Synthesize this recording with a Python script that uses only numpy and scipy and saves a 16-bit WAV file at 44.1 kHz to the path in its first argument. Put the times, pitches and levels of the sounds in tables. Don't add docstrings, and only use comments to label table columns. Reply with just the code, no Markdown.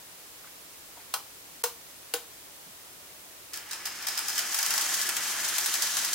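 import sys
import numpy as np
from scipy import signal
from scipy.fft import rfft, irfft, next_fast_len
from scipy.io import wavfile
from scipy.ndimage import uniform_filter1d

SR = 44100
rng = np.random.default_rng(int(sys.argv[2]) if len(sys.argv) > 2 else 0)


def dump(signal):
    limited = np.clip(np.atleast_2d(signal).T, -1, 1)
    pcm = np.round(limited * 32767).astype(np.int16)
    wavfile.write(sys.argv[1], SR, pcm)


def volts(x):
    e = np.asarray(x, float) / 20
    return 10 ** e


N = 270774
TIME = np.arange(N) / SR

# t/s, level/dB
ROLLING_EFFORT = [(3.525, -59), (3.58, -58), (3.7, -51.5), (3.92, -45.5), (4.12, -41.5), (4.24, -39.5),
                  (4.75, -31), (5.11, -33), (5.5, -32.5), (6.14, -34)]
# f/Hz, level/dB
RAIL_TONE = [(1290, -28), (2200, -9.5), (2930, -10), (3130, -4), (3770, 0), (6470, 2.5), (10600, -5.5),
             (12500, -6), (15500, -11.5)]
# f/Hz, level/dB
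BOARD_TONE = [(59, -52), (100, -13), (139, -49), (187, -12.5), (350, -15), (560, -14), (618, -8.5),
              (1540, 0), (1670, -0.5), (2320, -3.5), (3000, -3), (3900, -15), (6600, -120)]
# f/Hz, width/Hz, level over the broad drumming/dB
BOARD_MODES = [(356, 21, 5), (915, 47, -33), (1450, 27, -14), (1710, 41, 1), (1967, 27, -1)]
# f/Hz, width/Hz, level/dB
CAR_MODES = [(3138, 67, 1.5), (6350, 230, -24)]
# f/Hz, likeness/1
LIKENESS = [(60, 0.1), (130, 0.9), (290, 0.78), (640, 0.77), (1410, 0.81), (3100, 0.56), (6820, 0.18),
            (15000, -0.25)]


def rolling():
    hiss_db = np.interp(TIME, *np.transpose(ROLLING_EFFORT), left=-120)
    cruise_db = -33
    drum_db = -38.5 + 0.54 * (hiss_db - cruise_db)
    grit = rng.standard_normal((2, N)) * volts(0.59 * drift(400) + 1.6 * drift(24))
    rail = rms_one(resonant(coloured(grit, RAIL_TONE, LIKENESS), CAR_MODES))
    rail = wheel_ring(rail + volts(-9) * grit_ticks(per_s=900, spread_db=3.5))
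    top = highpass(rail, 9000)
    shake = rng.standard_normal((2, N)) * volts(0.91 * drift(28))
    board = rms_one(resonant(coloured(shake, BOARD_TONE, LIKENESS), BOARD_MODES))
    moving = TIME > ROLLING_EFFORT[0][0]
    return volts(hiss_db + 2.0) * (rail + (volts(3) - 1) * top) + volts(drum_db + 1.0) * moving * board


def grit_ticks(per_s, spread_db):
    born = rng.random(N) < per_s * volts(4.0 * drift(15)) / SR
    sizes = volts(spread_db * np.minimum(rng.exponential(1, N), 4)) * rng.choice([-1, 1], N)
    return rms_one(resonant(direct(born * sizes, RAIL_TONE), CAR_MODES))


# f/Hz, level/dB
CLACK_TONE = [(1500, -23.5), (3000, -6.5), (5300, 2.5), (9000, -1.5), (15000, -3)]


def joints():
    s, peak_db, thud_db, t60, bright_db = contacts()
    bright_db = np.clip(bright_db, -20, 9)
    draws = rng.standard_normal((3, 2, N))
    clack = bursts(s, peak_db, t60, rise_s=0.00067) * draws[0]
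    clack = resonant(coloured(clack, CLACK_TONE, LIKENESS), CAR_MODES)
    tick = bursts(s, peak_db + bright_db - 8, 0.79 * t60, rise_s=0.00033) * draws[1]
    tick = coloured(tick, [(6000, -11), (10000, -4), (15000, -3.5)], LIKENESS)
    thud = bursts(s, thud_db - 0.5, 1.46 * t60, rise_s=0.0017) * draws[2]
    thud = highpass(resonant(coloured(thud, BOARD_TONE, LIKENESS), BOARD_MODES), 600)
    edge = bursts(s, peak_db - 3.0, 0.34 * t60, rise_s=0.00012) * rng.standard_normal(N)
    metal = wheel_ring(clack + direct(edge, CLACK_TONE), less_db=0.5) + tick
    return highpass(metal, 700) + thud


# t/s, peak level/dB, crossing time/s,
# far edge over near edge/dB, brightness/dB
FROGS = [
    (3.534, -28.5, 0.039, -0.5, 7),
    (3.7103, -27.5, 0.021, 0.5, -9),
    (3.855, -27.5, 0.019, -7, 10),
    (4.023, -34.5, 0.016, -13, 2),
    (4.0684, -24.5, 0.0166, 2.5, 6),
    (4.12, -31, 0.033, -1, -5),
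    (4.1746, -24.5, 0.0155, 3, 4),
    (4.2818, -24.5, 0.0186, -2, 9),
    (4.378, -21.5, 0.013, 4.5, -11),
]
# t/s, peak level/dB, thud relative to peak/dB, brightness/dB
GAPS = [(4.544, -18, -9, -7), (4.5878, -17.5, -9.5, -11), (4.6286, -17.5, -11, -12), (4.662, -19, -13, 5),
        (4.7058, -17, -8.5, -3), (4.7384, -18.5, -12, 5), (4.778, -15, -11, -11), (4.811, -18, -21, -8),
        (4.941, -17.5, -21, -4), (5.014, -19, -31, -20), (5.09, -17.5, -6.5, -8), (5.1667, -20, -5.5, 5),
        (5.449, -22, -22, -3.5), (5.4868, -23, -20, -6), (5.5822, -17, -13, 10), (5.6434, -23, -13, -11),
        (5.6597, -19, -10.5, 9), (5.7397, -17, -14, 0), (5.7525, -24, -7, -2), (5.8213, -16, -15, 2),
        (5.9687, -17.5, -6, -18), (5.988, -24, -12, -2), (6.047, -19, -31, 5), (6.1314, -17, -29, -11)]


def contacts():
    rows = []
    for s, db, span, far_db, bright in FROGS:
        # share of the crossing, level/dB
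        for share, lift in [(0, 0), (0.15, -2), (0.65, -4.5), (1, far_db)]:
            rows.append((s + share * span, db + lift, db + lift - 11.5, 0.024, bright))
    for s, db, thud, bright in GAPS:
        # delay/s, level/dB
        for late, loss in [(0, 0), (0.0059, -12.5)]:
            rows.append((s + late, db + loss, db + loss + thud, 0.025, bright))
    return np.transpose(rows)


# f/Hz, width/Hz, level/dB
WHEEL_MODE = [(5180, 310, -10)]
# t/s, ring level/dB
FACING = [(3.58, 1), (3.85, 14), (4.4, 7), (5.1, -20), (6.14, -19)]


def wheel_ring(x, less_db=0):
    s, ring_db = np.transpose(FACING)
    return x + volts(np.interp(TIME, s, ring_db) + less_db) * (resonant(x, WHEEL_MODE) - x)


# f/Hz, width/Hz, level/dB
SHADOW = [(3850, 1300, 0)]
# t/s, share removed/1
SHADOW_DEPTH = [(3.5, 0), (4.0, 0), (4.5, 0.34), (5.0, .3), (5.6, 0.14), (6.14, 0.03)]


def shadowed(x):
    share = np.clip(np.interp(TIME, *np.transpose(SHADOW_DEPTH)), 0, .9)
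    return x - share * (resonant(x, SHADOW) - x)


# t/s, level/dB
ROOM_SHARE = [(3.5, 1.5), (4.6, -0.5), (6.14, -2)]


def train():
    clacks = room(joints(), wet_db=np.interp(TIME, *np.transpose(ROOM_SHARE)))
    pan_db = 0.6
    return shadowed(clacks + rolling()) * volts([[pan_db / 2], [-pan_db / 2]])


# t/s, peak level/dB, left over right/dB, rattle t60/s
SNAPS = [
    (1.1385, -12.5, 1, 0.035),
    (1.6374, -11.5, 1.5, 0.048),
    (2.1376, -13.5, 0.5, 0.038),
]
# f/Hz, level/dB
SNAP_TONE = [(150, -48), (650, -10), (1100, -2), (2000, -10), (2800, -4.5), (3500, -5.5), (5000, -4),
             (15200, -1.5)]
# f/Hz, level/dB, t60/s
TURNOUTS = [
    [(798, -5.5, 0.12), (872, -2, 0.081), (1007, 0, 0.064), (1463, 0.5, 0.062), (2750, 1.5, .03),
     (3170, -7, 0.11), (4100, 7, 0.032), (4800, 3, 0.028), (8690, 6, .015), (11500, -3, .015)],
    [(730, -5, 0.093), (895, -3, 0.057), (1210, -17, 0.28), (1435, 1, 0.06), (1830, -4, 0.053),
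     (2800, -15, 0.024), (4950, -3, 0.022), (7400, -6, .015), (10000, 5, .015)],
    [(336, -3.5, 0.06), (725, -5, .08), (784, 0, 0.079), (1090, -15, 0.055), (1474, 3.5, 0.044),
     (2450, 5, 0.019), (2840, 13, 0.015), (4420, 9.5, .015), (5230, -14, .015), (9930, 12, 0.014)],
]
HOLLOW_DRIVE = [-15, 4.5, 5]


def solenoids():
    s, peak_db, pan_db, t60 = np.transpose(SNAPS)
    crack = bursts(s, peak_db - 3.5, t60, rise_s=0.00076) * rng.standard_normal((2, N))
    crack = coloured(crack, SNAP_TONE, LIKENESS)
    ring, knock = np.zeros(N), np.zeros(N)
    for at, level_db, modes, drive_db in zip(s, peak_db, TURNOUTS, HOLLOW_DRIVE):
        ring += struck(at + .0005, level_db - 18, modes, swell_cycles=1.0)
        knock += hollow(at, level_db + drive_db - 24.5)
    ring = highpass(ring, 250, order=4)
    pan = volts(np.interp(TIME, s, pan_db) / 2)
    snaps = room(crack, wet_db=-0.5) + room(np.array([ring, ring]), wet_db=-11.0) + knock
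    return snaps * [pan, 1 / pan]


HOLLOW_HZ = (467, 485)
# level/dB, t60/s
HOLLOW = [(-13.5, 0.47), (6, 0.14)]


def hollow(s, blow_db):
    low, high = [[(hz, level_db, t60)] for hz, (level_db, t60) in zip(HOLLOW_HZ, HOLLOW)]
    low = low + [(436, -2.5, 0.1)]
    return struck(s, blow_db, high, swell_cycles=0.92) - struck(s, blow_db, low, swell_cycles=0.69)


def struck(s, blow_db, modes, swell_cycles):
    out, at, t = np.zeros(N), round(s * SR), np.arange(SR // 2) / SR
    for hz, level_db, t60 in modes:
        swell = 1 - np.exp(-t * hz / swell_cycles)
        out[at:at + len(t)] += volts(blow_db + level_db - 60 * t / t60) * swell * np.sin(2 * np.pi * hz * t)
    return out


# t/s, peak level/dB, f/Hz
CREAKS = [
    (0.439, -41.5, 1220),
    (0.469, -43, 1710),
    (0.969, -39, 872),
    (1, -44.5, 1800),
    (2.469, -54, 476),
    (2.654, -35.5, 183),
    (2.714, -48, 178),
    (3.019, -42, 299),
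]


def creaks():
    out = np.zeros(N)
    for s, peak_db, hz in CREAKS:
        puff = bursts([s], [peak_db - 1.0], [0.082 + 25 / hz], rise_s=4.8 / hz) * rng.standard_normal(N)
        out += resonant(puff, [(hz, 0.36 * hz, 12)]) - puff
    return room(np.array([out, out]), wet_db=-17.0)


# f/Hz, level/dB
FLOOR_TONE = [(12, -42), (20, -14), (83, -6), (140, -7), (180, -4.5), (225, -10), (274, -3.5), (534, -4.5),
              (667, -4.5), (834, -6), (1010, -5), (1160, -6), (15500, -8)]
# f/Hz, likeness/1
FLOOR_LIKENESS = [(60, 0.96), (180, 0.37), (550, 0.39), (1650, -0.0028), (4970, 0.0063), (15000, -0.0092)]


def microphone_hiss():
    return volts(-50.5 + 4) * coloured(rng.standard_normal((2, N)), FLOOR_TONE, FLOOR_LIKENESS)


def room(x, wet_db):
    t, t60 = np.arange(SR // 2) / SR, 0.23
    tail = rng.standard_normal((2, len(t))) * volts(-60 * t / t60) * (1 - np.exp(-t / 0.003))
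    tail = tail / np.sqrt(np.sum(tail[0] ** 2))
    tail = coloured(tail, [(200, -1.5), (2000, -7), (16000, -8.5)], LIKENESS)
    return x + signal.fftconvolve(volts(wet_db) * x.mean(axis=0, keepdims=True), tail)[:, :N]


def direct(clicks, tone):
    hz, lag_s = np.fft.rfftfreq(N, 1 / SR), 3e-5
    shaped = rfft(clicks) * rms_one(volts(at_hz(tone, hz)))
    return irfft([shaped, shaped * np.exp(-2j * np.pi * hz * lag_s)], N)


def coloured(pair, tone, likeness):
    size = next_fast_len(pair.shape[1] + 4096)
    hz = np.fft.rfftfreq(size, 1 / SR)
    alike = np.clip(at_hz(likeness, hz), -.95, .99)
    mid, side = rfft(pair, size) * rms_one(volts(at_hz(tone, hz)))
    mid, side = np.sqrt((1 + alike) / 2) * mid, np.sqrt((1 - alike) / 2) * side
    return irfft([mid + side, mid - side], size)[:, :pair.shape[1]]


def resonant(x, modes):
    out = x.copy()
    for hz, width_hz, level_db in modes:
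        r = np.exp(-np.pi * width_hz / SR)
        zeros = np.array([1, 0, -1]) * (1 - r * r) / 2
        poles = [1, -2 * r * np.cos(2 * np.pi * hz / SR), r * r]
        out += volts(level_db) * signal.lfilter(zeros, poles, x)
    return out


def bursts(times, levels_db, t60s, rise_s):
    out, t = np.zeros(N + SR), np.arange(SR // 4) / SR
    for s, level_db, t60 in zip(times, levels_db, t60s):
        at = round(s * SR)
        out[at:at + len(t)] += volts(level_db - 60 * t / max(t60, .004)) * (1 - np.exp(-t / rise_s))
    return out[:N]


def drift(rate):
    r = np.exp(-2 * np.pi * rate / SR)
    return rms_one(signal.lfilter([1], [1, -2 * r, r * r], rng.standard_normal(N + SR))[SR:])


def highpass(x, hz, order=2):
    return signal.sosfilt(signal.butter(order, hz, "high", fs=SR, output="sos"), x)


def at_hz(points, hz):
    f, values = np.transpose(points)
    return np.interp(np.log(np.clip(hz, 1, 15200)), np.log(f), values)


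def rms_one(x):
    return x / np.sqrt(np.mean(x ** 2) + 1e-20)


def scene():
    return train() + solenoids() + creaks() + microphone_hiss()


# t/s, length/s
BASS_GAPS = [(4.173, 0.02), (4.534, 0.094), (4.65, 0.027), (4.798, 0.023), (5.554, 0.062), (5.638, 0.04),
             (5.713, 0.027), (5.807, 0.015)]


def starved(x):
    gap = uniform_filter1d(sum(1. * ((TIME > s) & (TIME < s + length)) for s, length in BASS_GAPS), size=300)
    bass = signal.sosfiltfilt(signal.butter(2, 430, fs=SR, output="sos"), x)
    return x - np.clip(0.65 * gap, 0, 1) * bass


def roll_off(x):
    return signal.sosfilt(signal.butter(12, 16890, fs=SR, output="sos"), x)


def record(dry):
    dropout = uniform_filter1d(1. * ((TIME > 1.626) & (TIME < 1.634)), size=60)
    cut = signal.sosfilt(signal.ellip(10, .5, 45, 15900, fs=SR, output="sos"), dry)
    mix = starved(cut) * (1 - 0.98 * dropout)
    return roll_off(mix)


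dry = scene()
out = record(dry)
dump(out)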